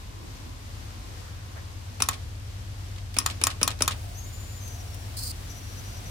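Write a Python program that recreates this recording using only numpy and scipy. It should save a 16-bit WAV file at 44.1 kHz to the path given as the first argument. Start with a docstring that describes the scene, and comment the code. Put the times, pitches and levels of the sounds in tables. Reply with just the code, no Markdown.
"""At first a hand rubs softly on a camera, while a ventilation fan hums and rushes and a high drone fades.
Then a finger taps a telegraph key five times on a wooden board, in a small room. Each press ticks the contact
and a sounder, mostly on the left, clicks down; on release it clacks up and the key meets its back stop.
Later the camera's lens drive rustles, whines in short bursts and hisses once, over a lower drone.
Blows are fading sine waves and noise bursts; the fan, drones and lens are sine waves and filtered noise."""
import sys
import numpy as np
from scipy import signal
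from scipy.fft import rfft, irfft, next_fast_len
from scipy.io import wavfile
from scipy.ndimage import map_coordinates

SR = 44100
rng = np.random.default_rng(int(sys.argv[2]) if len(sys.argv) > 2 else 0)


def transcribe(u):
    """Save the signal u as a 16-bit wav file named by the first command-line argument.

    u: samples, shape (n,) or (channels, n), limited to [-1, 1]; the rate is SR.
    q: integer samples, one column per channel.
    """
    v = np.clip(np.atleast_2d(u).T, -1, 1)
    q = np.round(v * 32767).astype(np.int16)
    wavfile.write(sys.argv[1], SR, q)


N = 269010
T = np.arange(N) / SR  # time in seconds
AGE = T[:SR // 5]  # seconds since a blow

# The five taps. Each row: key contact closes in seconds, sounder lever hits anvil in seconds,
# lever hits upper screw in seconds, key meets back stop in seconds, finger's knock in dB, back stop in dB.
TAP_TIMES = [(2.0022, 2.021, 2.0863, 2.1294, -30, -32), (3.166, 3.1855, 3.2606, 3.2988, -31, -30),
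             (3.414, 3.4369, 3.4681, 3.5016, -31, -30.5), (3.6138, 3.6295, 3.6762, 3.7036, -26.5, -30.5),
             (3.8062, 3.8208, 3.8772, 3.909, -22.5, -27)]
# Colour of the sounder's downward click. Each row: pitch in Hz, relative strength in dB per Hz.
CLICK_COLOUR = [(200, -28), (700, -18), (1100, -3), (1900, -17), (3000, -7), (4400, -5), (5700, 1),
                (6300, -4), (8200, -2.5), (9250, -9), (10200, 3), (11300, -13), (15000, -9), (16300, -21)]


def amp(db):
    """Decibels to gain."""
    return 10 ** (np.asarray(db) / 20)


def unit(x):
    """Scale to an rms (average strength) of 1."""
    return x / np.sqrt(np.mean(x ** 2) + 1e-20)


def along(points, hz):
    """Read a curve of (Hz, value) points on a log pitch axis."""
    point_hz, values = np.transpose(points)
    return np.interp(np.log(hz + 1), np.log(point_hz + 1), values)


def curves(rows):
    """One value per sample for each column after the time."""
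    seconds, *columns = np.transpose(rows)
    return [np.interp(T, seconds, column) for column in columns]


def wobble(rate):
    """A smooth random curve through `rate` random points a second."""
    return map_coordinates(rng.standard_normal(int(N * rate / SR) + 4), [T * rate])


def filtered(x, response):
    """Change the strength of each pitch in x by a response that depends on Hz."""
    size = x.shape[-1]
    padded = next_fast_len(size + 8192)  # spare room, so that the end does not wrap onto the start
    spectrum = rfft(x, padded) * response(np.fft.rfftfreq(padded, 1 / SR))
    return irfft(spectrum, padded)[..., :size]


def noise(colour, size):
    """Two unrelated coloured noises, together of rms 1."""
    white = rng.standard_normal((2, size))
    return unit(filtered(white, lambda hz: amp(along(colour, hz))))


def band(centre_hz, width_hz):
    """Two unrelated noises in one resonance, together of rms 1."""
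    white = rng.standard_normal((2, N))
    return unit(filtered(white, lambda hz: 1 / (1 + ((hz - centre_hz) / width_hz) ** 2)))


def pan(left_db):
    """Left and right gains that differ by left_db."""
    return amp(np.array([[.5], [-.5]]) * left_db)


def add(track, s, sound):
    """Mix a sound in at s seconds."""
    part = track[:, round(s * SR):][:, :sound.shape[-1]]
    part += sound[..., :part.shape[-1]]


def fade(t60, attack):
    """Envelope of a blow: a quick rise, then a fall of 60 dB in t60 seconds."""
    return amp(-60 * AGE / t60) * (1 - np.exp(-(AGE / attack) ** 2))


def gate(start, end, edge):
    """On between two times, with soft edges."""
    return np.clip((T - start) / edge + .5, 0, 1) * np.clip((end - T) / edge + .5, 0, 1)


def sounder(blows, modes, colour, ring_db, crack_db, crack_t60, rattle_db, rattle_t60, rattle_hz,
            attack, left_db):
    """The lever strikes a stop: a crack, short brass modes and a dense frame rattle, varying each time."""
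    out = np.zeros((2, N))
    # each mode reaches the two ports by slightly different paths
    phases = rng.uniform(0, 2 * np.pi, (len(modes), 1, 1)) + rng.standard_normal((len(modes), 2, 1)) / 2
    grain = noise(colour, len(AGE))  # shared by all blows
    sustain = amp(-23.5) * fade(0.067, attack)  # the brass modes sing on faintly
    for s in blows:
        ring = 0
        for (hz, level, t60, side), phase in zip(modes, phases):
            strength = amp(level + 2 * rng.standard_normal()) * pan(side)
            angle = 2 * np.pi * hz * rng.normal(1, .004) * AGE + phase + rng.normal(0, .7)
            ring = ring + strength * (fade(t60, attack) + sustain) * np.sin(angle)
        dense = unit(grain + .7 * noise(colour, len(AGE)))  # the frame's countless close modes
        crack = amp(crack_db) * fade(crack_t60, attack) * dense
        dull = filtered(dense, lambda hz: 1 / np.sqrt(1 + (hz / rattle_hz) ** 10))
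        rattle = amp(rattle_db) * fade(rattle_t60, 2 * attack) * dull
        add(out, s, amp(ring_db) * ring + pan(left_db) * (crack + rattle))
    return out


def base_plate(blows, hz, db, t60, attack, left_db):
    """Each blow drives the sounder's base against the wood: a hollow knock of a few cycles."""
    out = np.zeros((2, N))
    for s in blows:
        strength = amp(db + rng.standard_normal() / 2) * pan(left_db)
        add(out, s, strength * fade(t60, attack) * np.sin(2 * np.pi * hz * AGE))
    return out


def through_board(x, lag):
    """Bending waves are slower at low pitch: lag is the delay in seconds at 1 kHz."""
    return filtered(x, lambda hz: np.exp(-4j * np.pi * lag * np.sqrt(1000 * hz)))


def rebound(blows, delay, bounce_db):
    """The pulled-down lever bounces softly once: a short burst of noise."""
    out = np.zeros((2, N))
    for s in blows:
        burst = fade(t60=0.051, attack=0.0011) * noise(CLICK_COLOUR, len(AGE))
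        add(out, s + delay, amp(bounce_db) * pan(left_db=2) * burst)
    return out


def loose_parts(blows, db, first, spread, loss_db_per_s, t60, count):
    """Pivots and screws shaken by a blow click at uneven moments, each at its own pitch."""
    low_hz, high_hz = 2600, 6000
    out = np.zeros((2, N))
    for s in blows:
        for when, size, pitch in rng.random((count, 3)):
            delay = first + spread * when
            hz = low_hz * (high_hz / low_hz) ** pitch
            colour = [(hz / 4, -16), (hz, 0), (2 * hz, -8), (4 * hz, -26)]
            click = fade(t60, attack=.0003) * noise(colour, len(AGE))
            add(out, s + delay, amp(db - loss_db_per_s * delay - 6 * size) * click)
    return out


def knock():
    """The board's low modes answer a blow together, in alternating directions."""
    # The wooden board. Each row: pitch in Hz, level in dB, time to fall 60 dB in seconds.
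    board_modes = [(150, -13.5, 0.094), (205, -7.5, .07), (263, -8.5, 0.1), (326, -8, 0.029),
                   (460, -2, 0.031), (603, -5.5, 0.041), (840, -10, 0.04), (1300, -3.5, 0.032),
                   (1500, -2, 0.026)]
    total = 0
    for k, (hz, db, t60) in enumerate(board_modes):
        strength = (-1) ** k * amp(db + rng.standard_normal())
        total = total + strength * fade(t60, attack=0.0025) * np.sin(2 * np.pi * hz * AGE)
    return total


def after_ring(blows, ring_db, thump_db):
    """Each blow thumps the board and leaves the brass frame ringing faintly."""
    # The frame. Each row: pitch in Hz, level in dB before ring_db, time to fall 60 dB in seconds.
    frame_modes = [(1085, -41, 0.23), (1840, -46, 0.14), (2480, -41, .12), (3400, -49, .1),
                   (8400, -48, .07), (14780, -54, .1)]
    out = np.zeros((2, N))
    for s in blows:
        ring = 0
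        for hz, db, t60 in frame_modes:
            tone = np.sin(2 * np.pi * (hz * AGE + rng.random((2, 1))))
            ring = ring + amp(db + 2 * rng.standard_normal()) * fade(t60, attack=0.0024) * tone
        add(out, s, amp(ring_db) * ring + amp(thump_db) * knock())
    return out


def key():
    """The contact ticks and knocks the board; let go, the lever chatters on its back stop."""
    # Colours of the contact's tick, the back stop and the dull thud of the table under the key.
    # Each row: pitch in Hz, relative strength in dB per Hz.
    tick_colour = [(200, -7), (800, 1), (1200, 0), (1900, -4), (2500, 4.5), (3500, -3), (6000, -8),
                   (10000, -10), (16000, -21)]
    stop_colour = [(200, -18), (600, -1.5), (1100, -9), (2200, -0.5), (3800, 2.5), (6000, -6), (9000, -6.5),
                   (12000, -18), (16000, -24)]
    thud_colour = [(80, -30), (150, -7), (220, 7.5), (330, -5), (470, 3), (600, -19), (1200, -21),
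                   (4000, -70)]
    contact_db = -24
    chatter_s, chatter_loss_db = 0.0097, 2.5  # the key bounces once on its back stop
    out = np.zeros((2, N))
    for contact_s, _, _, stop_s, knock_db, stop_db in TAP_TIMES:
        tick = fade(t60=0.047, attack=0.00051) * noise(tick_colour, len(AGE))
        # the finger's weight goes into the table
        thud = fade(t60=0.065, attack=0.0025) * noise(thud_colour, len(AGE))[0]
        add(out, contact_s, amp(contact_db) * tick + amp(knock_db) * (knock() + amp(-6.0) * thud))
        for k in range(2):
            clack = fade(t60=0.059, attack=0.00077) * noise(stop_colour, len(AGE))
            add(out, stop_s + k * chatter_s, amp(stop_db - k * chatter_loss_db) * clack)
    return out


def handling():
    """Small dry ticks of handling and soft rubs of the hand on the camera body, all from noise."""
    # Small ticks. Each row: start in seconds, level in dB, centre pitch in Hz.
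    handling_ticks = [(2.961, -43, 3000), (2.982, -40, 3000), (3.1414, -35, 5000), (3.789, -38, 4000),
                      (4.678, -38.5, 10000), (4.944, -39, 9970)]
    # Soft rubs. Each row: middle in seconds, length in seconds, level in dB, centre pitch in Hz.
    hand_rubs = [(.21, 0.29, -51.5, 275), (.14, .14, -61, 1700), (0.465, 0.15, -53.5, 290),
                 (0.904, 0.091, -59, 1400), (1.1, 0.36, -56, 305), (1.35, 0.7, -59, 1500),
                 (1.39, 0.072, -57, 1900), (1.577, 0.059, -50, 1600), (1.57, 0.057, -53, 650),
                 (1.88, 0.062, -58, 1200)]
    out = np.zeros((2, N))
    for s, db, hz in handling_ticks:
        colour = [(hz / 10, -14), (hz, 0), (2 * hz, -6), (4 * hz, -22)]
        add(out, s, amp(db) * fade(t60=0.041, attack=0.00046) * noise(colour, len(AGE)))
    for s, length, db, hz in hand_rubs:
        stroke = np.cos(np.pi * np.clip((T - s) / length, -.5, .5))  # swells and sinks once
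        out += amp(db + 2 * wobble(39.5)) * stroke * band(hz, 0.36 * hz)
    return out


def room(x, delay):
    """The room's answer: a tail of fading noise in which the bass lasts longest."""
    # Each row: pitch in Hz, time to fall 60 dB in seconds.
    decay_times = [(150, 0.79), (1000, 0.19), (4000, 0.1), (9000, 0.29), (16000, 0.029)]
    hz, t, z = signal.stft(rng.standard_normal((2, SR // 2)), SR, nperseg=256)
    tail = signal.istft(z * amp(-60 * t / along(decay_times, hz)[:, None]), SR, nperseg=256)[1]
    tail = tail * (1 - np.exp(-(T[:tail.shape[1]] / delay) ** 2))  # the answer builds up softly
    wet = signal.fftconvolve(x, tail / np.linalg.norm(tail[0]), axes=1)[:, :N]
    tone = [(300, 3.5), (1200, 6.5), (4000, 6.5), (7000, -11.0), (12000, -8)]  # Hz, dB
    return filtered(wet, lambda hz: amp(along(tone, hz)))


def whine(octave_db, flutter_db):
    """Each burst of the lens drive sings a ragged high note with its octave and stirs the mount."""
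    # The drive whines in short, sometimes overlapping bursts; several share nearly the same pitch.
    # Each row: start in seconds, end in seconds, pitch in Hz, level in dB, pitch jitter in Hz.
    whine_bursts = [(4.147, 4.17, 5950, -50, 50), (4.175, 4.256, 6420, -49, 47),
                    (4.234, 4.31, 7090, -53, 15), (4.327, 4.39, 7100, -47.5, 10),
                    (4.4, 4.595, 7100, -53, 23), (4.598, 4.64, 6220, -49, 40),
                    (4.63, 4.69, 6310, -46.5, 48), (4.68, 4.76, 5930, -51, 30),
                    (4.705, 4.765, 6200, -50.5, 80), (4.765, 4.825, 5760, -55, 60),
                    (4.855, 4.882, 6000, -57, 80), (4.88, 4.953, 5510, -53, 40),
                    (4.95, 5.08, 5600, -59.5, 130), (5.495, 5.596, 5870, -50, 75),
                    (5.602, 5.75, 5820, -56, 64), (5.765, 5.804, 5900, -49.5, 42),
                    (5.84, 5.992, 5870, -51.5, 70), (6.057, 6.12, 5900, -51, 30)]
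    out = np.zeros((2, N))
    jitter, flutter = wobble(400), amp(flutter_db * wobble(45))
    # a resonance of the lens mount buzzes during every burst
    buzz = amp(-9) * band(centre_hz=6650, width_hz=290)
    for start, end, hz, db, jitter_hz in whine_bursts:
        level = amp(db) * flutter * gate(start, end, edge=.018)
        on = level > 0
        phase = 2 * np.pi * np.cumsum(hz + jitter_hz * jitter[on]) / SR
        note = pan(left_db=9.5) * np.sin(phase) + amp(octave_db) * np.sin(2 * phase)
        out[:, on] += level[on] * (note + buzz[:, on])
    return out


def lens_working(rise):
    """Rises from 0 to 1 as the lens drive sets in."""
    start_s = 3.87  # halfway up the rise
    return np.clip((T - start_s) / rise + .5, 0, 1)


def lens(hiss_db, rustle_db, grain_db):
    """The lens drive rustles while it works and hisses during one fast move, both grainy noise."""
    # Colours of the refocusing hiss and of the rustle. 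Each row: pitch in Hz, relative strength in dB per Hz.
    focus_colour = [(2500, -46), (3700, -19), (4200, 2), (4900, 4), (5600, -9), (6800, -7), (7800, -4),
                    (9000, -0.5), (10200, -6.5), (12300, -13), (13700, -4), (14400, -11), (15600, -6),
                    (16300, -35)]
    rustle_colour = [(2000, -30), (4500, -8), (6500, -6), (9000, -2), (11500, -3), (13000, -9), (15000, -2),
                     (16300, -14)]
    move_start_s, move_end_s = 5.168, 5.318
    hiss = amp(hiss_db) * gate(move_start_s, move_end_s, edge=.003) * noise(focus_colour, N)
    rustle = amp(rustle_db) * lens_working(rise=.2) * noise(rustle_colour, N)
    return amp(grain_db * wobble(120)) * (hiss + rustle)


def diffuse(colour):
    """Room noise of rms 1, whose left and right are more or less alike depending on pitch."""
    # Each row: pitch in Hz, left-right likeness (1 same, 0 unrelated, below 0 opposed).
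    likeness = [(60, 0.19), (130, 0.76), (290, 0.72), (640, -0.27), (1410, -0.22), (3100, 0.084),
                (6820, -0.082), (15000, 0.9)]
    # Each row: pitch in Hz, left over right in dB.
    lean_left = [(60, -17), (200, 0), (700, 3), (1290, -1.5), (2380, -0.5), (4400, 2.5), (6000, 9),
                 (8000, 7.5), (10000, -1), (15000, 0.5)]

    def shares(hz):
        """Shares of a common part and an opposed part that give the likeness."""
        turn = np.arccos(np.clip(along(likeness, hz), -1, 1)) / 2
        return np.array([np.cos(turn), np.sin(turn)])

    mid, side = filtered(noise(colour, N), shares)
    both = np.array([mid + side, mid - side])
    return unit(filtered(both, lambda hz: pan(along(lean_left, hz))))


def ventilation(waver_db, drift, air_waver_db):
    """Wavering tones at multiples of the shaft rate, over a low rumble and a soft rush of air."""
    # The hum's tones. 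Each row: multiple of the shaft rate, relative level in dB.
    fan_lines = [(5, -4), (6.35, -10.5), (8, -12), (9, -2), (10, -22), (11, 0.5), (12, -6), (13, -9),
                 (16, -27.5), (20, -27)]
    # Colours of the rushing air and the rumble. Each row: pitch in Hz, relative strength in dB per Hz.
    air_colour = [(88, -30), (150, -3.5), (226, -4), (259, -2.5), (297, -7), (334, -6), (391, -10),
                  (457, -8), (837, -10), (1040, -10.5), (1310, -12), (1700, -13), (4760, -15),
                  (14500, -29.5), (16000, -45)]
    rumble_colour = [(15, -38), (28, -18), (45, -0.5), (60, 2), (100, -1.5), (135, -6.5), (180, -18),
                     (300, -39), (600, -94)]
    # Levels of the hum and of the rushing air. Each row: time in seconds, level in dB.
    hum_levels = [(0, -41.5), (1.1, -41.5), (3.05, -36.5), (6.1, -37.5)]
    air_levels = [(0, -47), (1.5, -47.5), (2.5, -47.5), (4.2, -46.5), (6.1, -44.5)]
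    shaft_hz = 8.78
    rumble_db, rumble_db_per_s = -46, 0.26  # base level at mid-scene, and its slow growth
    hum_level, = curves(hum_levels)
    air_level, = curves(air_levels)
    lines = 0
    for k, db in fan_lines:
        strength = amp(db + waver_db * wobble(3.013))
        angle = 2 * np.pi * (k * shaft_hz * T + rng.random()) + drift * wobble(2.06)
        lines = lines + strength * np.sin(angle)
    hum = amp(hum_level) * unit(lines) * pan(left_db=2.0)
    near, far = noise(rumble_colour, N)
    growth = rumble_db_per_s * (T - T.mean())
    # long waves reach both ports almost alike
    rumble = amp(rumble_db + growth) * (near + 0.44 * np.array([far, -far]))
    air = amp(air_level + air_waver_db * wobble(5.85)) * diffuse(air_colour)
    return hum + rumble + air


def drone(levels, centre_hz, width_hz, waver_db):
    """A faint hollow drone in the room, a narrow band of noise, swells and sinks unevenly."""
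    return amp(curves(levels)[0] + waver_db * wobble(9)) * band(centre_hz, width_hz)


def scene():
    """Key and sounder in the room, over the fan, the camera and the drones."""
    # The sounder's modes when struck on the anvil and on the upper screw. Each row: pitch in Hz,
    # level in dB before ring_db, time to fall 60 dB in seconds, left over right in dB.
    anvil_modes = [(945, -33, 0.02, -4), (1303, -27.5, 0.026, -6), (2486, -22.5, 0.021, 11),
                   (2630, -27, 0.015, 6), (3060, -28.5, 0.014, 9), (3740, -26.5, 0.022, 5.5),
                   (5036, -20.5, 0.014, 13), (5240, -16.5, 0.015, 16), (5560, -13, 0.016, 7),
                   (5910, -13, 0.014, 11.5), (6770, -18, 0.013, 13), (7640, -21.5, 0.011, 14),
                   (8230, -22, 0.0095, 16), (8550, -24, 0.01, 4), (8850, -21, 0.013, -3),
                   (9750, -9, 0.015, 1), (10240, -16, 0.011, 0), (11850, -23.5, .014, -4)]
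    screw_modes = [(683, -29.5, 0.017, 2), (1078, -31, 0.082, -8), (1207, -27.5, 0.055, -12),
                   (1440, -21, 0.015, 4), (1604, -30, 0.04, 9), (1754, -26, 0.031, -8),
                   (1877, -31, 0.047, 7), (2090, -27, 0.015, 9), (2440, -19, 0.016, 9),
                   (3050, -22.5, 0.018, -1), (3370, -22.5, 0.022, 0), (3646, -21.5, 0.029, 3),
                   (4130, -25, 0.03, 7), (4380, -28, 0.025, 8), (4965, -23, 0.018, 9),
                   (5550, -18.5, 0.02, 11), (5950, -19.5, 0.018, 10), (6850, -11.5, 0.013, 10.5),
                   (7140, -11, 0.013, 9), (7800, -23, 0.014, 8), (8290, -16.5, 0.015, 11),
                   (8860, -19, .014, 1), (12370, -18.5, 0.015, -5), (14780, -25, .025, -4)]
    # Colour of the upward clack. Each row: pitch in Hz, relative strength in dB per Hz.
    clack_colour = [(200, -9), (500, -11), (750, -6), (1200, 0), (1900, -3), (3400, 1), (4300, -3),
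                    (5600, -0.5), (6300, -2), (6950, 9), (7700, -4), (9000, 4), (10500, 1), (12000, 2),
                    (13700, -3), (15000, -5), (16300, -22)]
    # Levels of the higher and the lower drone. Each row: time in seconds, level in dB.
    high_levels = [(0, -57), (.7, -61.5), (1.5, -60), (2.4, -73)]
    low_levels = [(3.8, -70), (4.05, -57.5), (4.5, -63), (4.8, -57.5), (5.02, -57), (5.25, -72), (5.6, -62),
                  (5.8, -62), (6.05, -57)]
    _, anvil_s, screw_s, *_ = np.transpose(TAP_TIMES)
    down = sounder(anvil_s, anvil_modes, CLICK_COLOUR, ring_db=1.0, crack_db=-14, crack_t60=0.026,
                   rattle_db=-30.0, rattle_t60=0.038, rattle_hz=9500, attack=0.0006, left_db=2.5)
    up = sounder(screw_s, screw_modes, clack_colour, ring_db=-0.5, crack_db=-11, crack_t60=0.02,
                 rattle_db=-18.0, rattle_t60=0.042, rattle_hz=7800, attack=0.0011, left_db=2.5)
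    down += base_plate(anvil_s, hz=1210, db=-14.5, t60=0.014, attack=.0007, left_db=-6)
    up += base_plate(screw_s, hz=1112, db=-2.5, t60=0.0088, attack=0.00086, left_db=-1.5)
    down_db, up_db = -2, -3  # magnet and spring strike equally hard at every tap
    clicks = through_board(amp(down_db) * down + amp(up_db) * up, lag=0.00099)
    ringing = after_ring(anvil_s, ring_db=2.5, thump_db=-35) + after_ring(screw_s, ring_db=-6, thump_db=-37)
    rattles = loose_parts([*anvil_s, *screw_s], db=-23, first=.006, spread=.04, loss_db_per_s=280,
                          t60=0.012, count=4)
    bounces = rebound(anvil_s, delay=.012, bounce_db=-30.5)
    taps = clicks + ringing + rattles + key() + bounces + handling()
    camera = lens(hiss_db=-36, rustle_db=-55.5, grain_db=1.4) + whine(octave_db=-9.0, flutter_db=3.0)
    fan = ventilation(waver_db=1.5, drift=0.33, air_waver_db=0.8)
    low_drone = drone(low_levels, centre_hz=705, width_hz=65, waver_db=2)
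    high_drone = drone(high_levels, centre_hz=1022, width_hz=110, waver_db=2)
    return taps + amp(-13.5) * room(taps, delay=0.0034) + fan + camera + low_drone + high_drone


def record(dry):
    """The camera rounds off the highest peaks and cuts steeply above its band limit."""
    top_hz = 16300
    rounded = dry / (1 + np.abs(dry) ** 6) ** (1 / 6)
    return filtered(rounded, lambda hz: 1 / np.sqrt(1 + (hz / top_hz) ** 160))


dry = scene()
out = record(dry)
transcribe(out)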